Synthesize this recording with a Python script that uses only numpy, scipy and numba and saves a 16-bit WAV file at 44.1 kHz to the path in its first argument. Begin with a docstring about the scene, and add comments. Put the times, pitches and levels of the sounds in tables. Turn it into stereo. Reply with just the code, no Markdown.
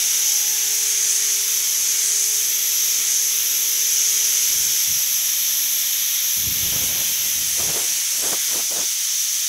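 """A bright, steady hiss of air: four small ejectors on a hand-held vacuum gripper, swung about in a
workshop and then brought close to a stereo camera. The jets ring their nozzles at two broad pitches
over a lower roar, and a bounce off the bench combs the sound. Puffs of exhaust buffet the two
microphone ports, mostly in opposite senses. Behind it the ventilation murmurs, and a machine drones
for about the first five seconds."""
import sys
import numpy as np
from scipy import signal
from scipy.fft import rfft, irfft, next_fast_len
from scipy.io import wavfile
from scipy.ndimage import uniform_filter1d, map_coordinates
from numba import njit

SR = 44100
rng = np.random.default_rng(int(sys.argv[2]) if len(sys.argv) > 2 else 0)


def log_audio(samples):
    """Write samples as a 16-bit WAV file to the path given in sys.argv[1]."""
    # one column per channel
    frames = np.atleast_2d(samples).T
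    # limit to full scale, then quantise
    limited = np.clip(frames, -1, 1)
    pcm = np.round(limited * 32767).astype(np.int16)
    wavfile.write(sys.argv[1], SR, pcm)


N = 418068

# How the gripper is held. Each row: time in seconds, aim of the exhausts at the camera from 0 to 1,
# nearness from 0 to 1, level of the first ring in dB.
GRIPPER_POSE = [(0, 0.6, 0.5, -20.5), (.35, 0.35, 0.15, -20.5), (.7, 0.6, 0.25, -21.5),
                (1.1, 0.87, 0, -20.5), (1.55, 0.36, 0.3, -21.5), (2.1, 0.88, 0, -20.5),
                (2.55, 0.23, 0.05, -22.5), (2.85, 0.1, 0, -21.5), (3.1, 0.7, 0.2, -20), (3.4, 0.1, 0, -22),
                (3.75, 0.16, 0, -22), (4.05, 0.43, 0.1, -19), (4.5, 0.24, 0, -20), (5.1, 0, 0, -22.5),
                (5.6, 0.1, 0.34, -23.5), (7.1, 0.27, .8, -24.3), (7.5, 0.63, 0.7, -24),
                (8.05, 0.8, 0.6, -23.5), (8.35, 0.66, 0.6, -24), (9, 0.7, 0.9, -24.5), (9.48, 0.6, 1, -23)]
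# Colours of the jets: bright rush, top fizz, low roar. Each row: frequency in Hz, relative level in dB.
RUSH_SPECTRUM = [(4000, -27), (5000, -25), (7500, 9.5), (9500, 6.5), (11000, 6.5), (13000, -46)]
FIZZ_SPECTRUM = [(10500, -14), (12300, 11), (13200, 5), (14300, 8), (15600, 9.5), (17000, -12)]
ROAR_SPECTRUM = [(500, -43), (750, -18.5), (1050, -14.5), (1500, -9), (1900, -5), (2250, -0.5),
                 (2650, -5.5), (3400, -19)]
# Slow fader ride on the roar and tube ring. Each row: time in seconds, level change in dB.
LOW_HISS_RIDE = [(0, -0.1), (1.2, -0.5), (2.2, -0.7), (3.8, .1), (4.5, 1.5), (5.2, -1.3), (6.5, -.3),
                 (8.2, -0.3), (9.48, 1.9)]
# Puffs of exhaust across the microphones. Each row: peak time in seconds, half length in seconds,
# rumble in dB, flutter in dB, the part alike at both ports in dB relative to the opposed part.
EXHAUST_PUFFS = [(4.49, .05, -47, -72, -4), (4.58, 0.065, -46.5, -72, 0.5), (4.69, 0.048, -43.5, -74, -2.5),
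                 (4.934, .07, -43, -75, -2), (6.04, .04, -62, -77, -6), (6.28, 0.11, -62, -82, -6),
                 (6.39, 0.026, -37, -65, -1), (6.48, 0.1, -31.5, -59, -7), (6.62, 0.1, -33, -44, -3.5),
                 (6.787, 0.088, -30, -33, -6.5), (6.87, .07, -30, -35.5, -6.5),
                 (6.974, 0.11, -35.5, -34.5, -7), (7.086, 0.12, -45, -49, -4),
                 (7.258, 0.064, -41, -40, -6.5), (7.428, 0.16, -42, -50, -3.5),
                 (7.65, 0.09, -31, -28, -4.5), (7.782, 0.093, -43, -27.5, -8), (7.924, 0.086, -55, -46, -2),
                 (8.2, 0.071, -45, -39.5, -6.5), (8.286, 0.084, -48, -24, -7),
                 (8.567, 0.079, -49, -32.5, -6), (8.778, 0.075, -50, -29.5, -5.5)]
# Colours of the draught: deep rumble, higher flutter. Each row: frequency in Hz, relative level in dB.
RUMBLE_SPECTRUM = [(15, -18), (40, -6), (70, 2.5), (110, 2.5), (170, 1.5), (260, -6.5), (400, -12.5),
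                   (700, -33), (1200, -56)]
FLUTTER_SPECTRUM = [(100, -22), (170, -12), (260, -5.5), (400, -1.5), (600, -1.5), (900, -7), (1400, -10.5),
                    (2000, -14), (3200, -32)]
# Colour of the room's ventilation. Each row: frequency in Hz, relative level in dB.
VENTILATION_SPECTRUM = [(15, -30), (25, -11), (60, -10), (124, -10), (350, -10.5), (600, -9), (1100, -14),
                        (1500, -35)]

# Mix settings that follow the pose. Each holds, in dB: the value when turned away and far, then the
# change when aimed, when near, and once alongside the camera.
SECOND_RING_DB, RUSH_DB, FIZZ_DB = (-25, -7.5, 0.2, -4), (-31.5, 4.5, -1.5, -1.5), (-29, -7, 2, -1.3)
ROAR_DB, TUBE_DB, GAP_DB = (-38, 2.4, -1.7, -4.5), (-31, -3.5, 1.5, -3.2), (-38.5, 9.5, -0.5, 0.5)
HIGH_SPREAD_DB, LOW_SPREAD_DB = (-13.5, -0.4, 6.5, 1), (-44, -3, 1, 37.5)
PAN_DB = (2.5, 0.2, -0.6, 1.5)

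FIRST_RING_HZ, FIRST_WIDTH_HZ, SECOND_RING_HZ, SECOND_WIDTH_HZ = 6050, 1480, 11635, 2440
TUBE_HZ, TUBE_WIDTH_HZ, GAP_HZ, GAP_WIDTH_HZ = 3343, 1510, 5150, 4100
MONO_BELOW_HZ = 4005  # the bright hiss is centred below this and wide above it
PUFF_FALL_DB = 13.5  # one half length away from the peak
BENCH_LAG_MS, BENCH_SWING_MS, BENCH_DB = 1.277, 0.311, -18
DRONE_HZ, DRONE_DB, VENTILATION_DB = 417, -52, -53.5


def ejectors():
    """Jet noise in and around two nozzle rings, centred below about 4 kHz and wide above it."""
    aim, near, first_db = curves(GRIPPER_POSE)
    spread_db, pan_db = posed(HIGH_SPREAD_DB), posed(PAN_DB)
    first_hz = FIRST_RING_HZ + np.maximum(260 * aim * (1 - near), 80 * near)
    second_hz = (SECOND_RING_HZ - 400 * aim) * (1 + 0.006 * wander(2.99))
    flow_db = 0.43 * wander(25)  # the air supply is never quite even
    first_db = first_db + 0.45 * wander(12)
    first = undb(first_db) * stereo(*rings(first_hz, FIRST_WIDTH_HZ), spread_db + 1, pan_db)
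    second_db = posed(SECOND_RING_DB) + flow_db
    second = undb(second_db) * stereo(*rings(second_hz, SECOND_WIDTH_HZ), spread_db + 6, pan_db)
    rush_db = posed(RUSH_DB) + 1.05 * wander(18)
    rush = undb(rush_db) * stereo(*noises(RUSH_SPECTRUM), spread_db + 9, pan_db)
    fizz = undb(posed(FIZZ_DB) + flow_db) * stereo(*noises(FIZZ_SPECTRUM), spread_db + 5, pan_db)
    left, right = first + second + rush + fizz
    highpass = signal.cheby2(8, 50, MONO_BELOW_HZ, "high", fs=SR, output="sos")
    side = signal.sosfilt(highpass, (left - right) / 2)
    side = signal.sosfilt(highpass, side[::-1])[::-1]  # a backward pass undoes the phase shift
    return stereo((left + right) / 2, side)


def nozzle_notch(jets):
    """The nozzles partly cancel between the rings: a broad scoop, lower when near, filled when aimed."""
    aim, near, _ = curves(GRIPPER_POSE)
    notch_hz, depth = 9560 - 1500 * near, 0.42 * (1 - aim)
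    return np.array([channel - depth * bandpass(channel, notch_hz, width_hz=2100) for channel in jets])


def low_hiss():
    """The body of the hiss: roar, tube and gap rings, nearly mono until the gripper is alongside."""
    drift = 1 + 0.015 * wander(2.45)
    flow_db = curves(LOW_HISS_RIDE)[0] + 0.68 * wander(9)
    roar = undb(posed(ROAR_DB) + flow_db) * noises(ROAR_SPECTRUM)
    tube = undb(posed(TUBE_DB) + flow_db) * rings(TUBE_HZ * drift, TUBE_WIDTH_HZ)
    gap = undb(posed(GAP_DB)) * rings(GAP_HZ * drift, GAP_WIDTH_HZ)
    return stereo(*(roar + tube + gap), posed(LOW_SPREAD_DB))


def bench_bounce(direct):
    """A second path off the bench top; its lag wanders with the hand and combs the hiss."""
    lag = (BENCH_LAG_MS + BENCH_SWING_MS * wander(2.5)) * SR / 1000
    echo = [map_coordinates(channel, [np.arange(N) - lag], order=3, mode="mirror") for channel in direct]
    return (direct + undb(BENCH_DB) * np.array(echo)) / np.sqrt(1 + undb(2 * BENCH_DB))


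def draught():
    """Eddies strike the ports in quick uneven lumps, mostly pushing one while they pull the other."""
    lumps_db = 2.15 * wander(80)
    rumble = unit_rms(undb(lumps_db)) * noises(RUMBLE_SPECTRUM)
    flutter = unit_rms(undb(1.37 * lumps_db)) * noises(FLUTTER_SPECTRUM)
    t = np.arange(N) / SR
    power = np.zeros((2, 2, N))  # rumble or flutter, opposed or alike, sample
    for peak_s, half_s, rumble_db, flutter_db, alike_db in EXHAUST_PUFFS:
        span = slice(int((peak_s - 3 * half_s) * SR), int((peak_s + 3 * half_s) * SR))
        swell_db = -PUFF_FALL_DB * np.abs((t[span] - peak_s) / half_s) ** 3  # cubed for a flat top
        peak_db = np.add.outer([rumble_db, flutter_db], [0, alike_db])
        power[..., span] += undb(peak_db[..., None] + swell_db) ** 2
    opposed, alike = np.sqrt(power[0]) * rumble + np.sqrt(power[1]) * flutter
    return stereo(alike, opposed)


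def machine_drone():
    """A wavering machine tone whose octave weakens early; it is switched off part-way."""
    phase = 2 * np.pi * np.cumsum(DRONE_HZ * (1 + 0.0015 * wander(3.12))) / SR
    tone_db = DRONE_DB - 1.5 * wander(4.08)
    octave_db = -56 - 11 * ramp(start_s=0.79, length_s=0.2) + 2 * wander(3.25)
    running = 1 - ramp(start_s=4.76, length_s=0.11)
    return np.sqrt(2) * running * (undb(tone_db) * np.sin(phase) + undb(octave_db) * np.sin(2 * phase))


def ventilation():
    """The workshop's low murmur; it widens and drops in level near the end."""
    late_drop_db = -5.5 * ramp(start_s=8.85, length_s=0.067)
    level_db = VENTILATION_DB + late_drop_db + 0.9 * wander(8.2)
    return undb(level_db) * stereo(*noises(VENTILATION_SPECTRUM), posed(LOW_SPREAD_DB) + 11.5)


def posed(setting):
    """A dB curve that follows aim, nearness and the final place beside the camera."""
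    base_db, aimed_db, near_db, alongside_db = setting
    aim, near, _ = curves(GRIPPER_POSE)
    alongside = ramp(start_s=8.55, length_s=0.14)
    return base_db + aimed_db * aim + near_db * near + alongside_db * alongside


def rings(hz, width_hz):
    """Two independent streams of turbulence through a resonance, filtered twice for steep sides."""
    turbulence = rng.standard_normal((2, N))
    return np.array([unit_rms(bandpass(bandpass(x, hz, width_hz), hz, width_hz)) for x in turbulence])


def noises(spectrum):
    """Two independent noises of rms 1 in the given colour, falling away outside it."""
    size = next_fast_len(N)
    hz, db = np.transpose(spectrum)
    log_hz = np.log(np.arange(size // 2 + 1) * SR / size + 1)
    gain = undb(np.interp(log_hz, np.log(hz), db, left=-80, right=-80))
    return np.array([unit_rms(irfft(rfft(x) * gain, size)[:N]) for x in rng.standard_normal((2, size))])


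@njit
def bandpass(x, hz, width_hz):
    """A sweepable state-variable band-pass, gain 1 at its centre."""
    y, band_state, low_state = np.empty(len(x)), 0., 0.
    for i in range(len(x)):
        tuning, damping = np.tan(np.pi * hz[i] / SR), width_hz / hz[i]
        band = (band_state + tuning * (x[i] - low_state)) / (1 + tuning * (tuning + damping))
        band_state, low_state = 2 * band - band_state, low_state + 2 * tuning * band
        y[i] = damping * band
    return y


def wander(rate_hz):
    """Random steps smoothed twice into a drift of rms 1."""
    hold = int(SR / rate_hz)
    steps = np.repeat(rng.standard_normal(N // hold + 1), hold)
    return unit_rms(uniform_filter1d(uniform_filter1d(steps, hold), hold)[:N])


def stereo(mid, side, spread_db=0, pan_db=0):
    """Left and right from mid and side; positive pan leans left."""
    sign = np.array([[1], [-1]])
    return (mid + undb(spread_db) * side * sign) * undb(sign * pan_db / 2)


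def curves(table):
    """A timed table's columns as automation curves."""
    times, *columns = np.transpose(table)
    return [np.interp(np.arange(N) / SR, times, column) for column in columns]


def ramp(start_s, length_s):
    """A straight fade from 0 to 1."""
    return np.clip((np.arange(N) / SR - start_s) / length_s, 0, 1)


def undb(db):
    """Decibels to gain."""
    return 10 ** (np.asarray(db) / 20)


def unit_rms(x):
    """Scaled to rms 1."""
    return x / np.sqrt(np.mean(x ** 2))


def scene():
    """Jets over the bench, their draught, the drone and the room."""
    hiss = nozzle_notch(ejectors()) + low_hiss()
    return bench_bounce(hiss) + draught() + machine_drone() + ventilation()


def record(dry):
    """The camera cuts the top off steeply."""
    return signal.sosfilt(signal.ellip(16, 0.2, 80, 15730, fs=SR, output="sos"), dry)


dry = scene()
out = record(dry)
log_audio(out)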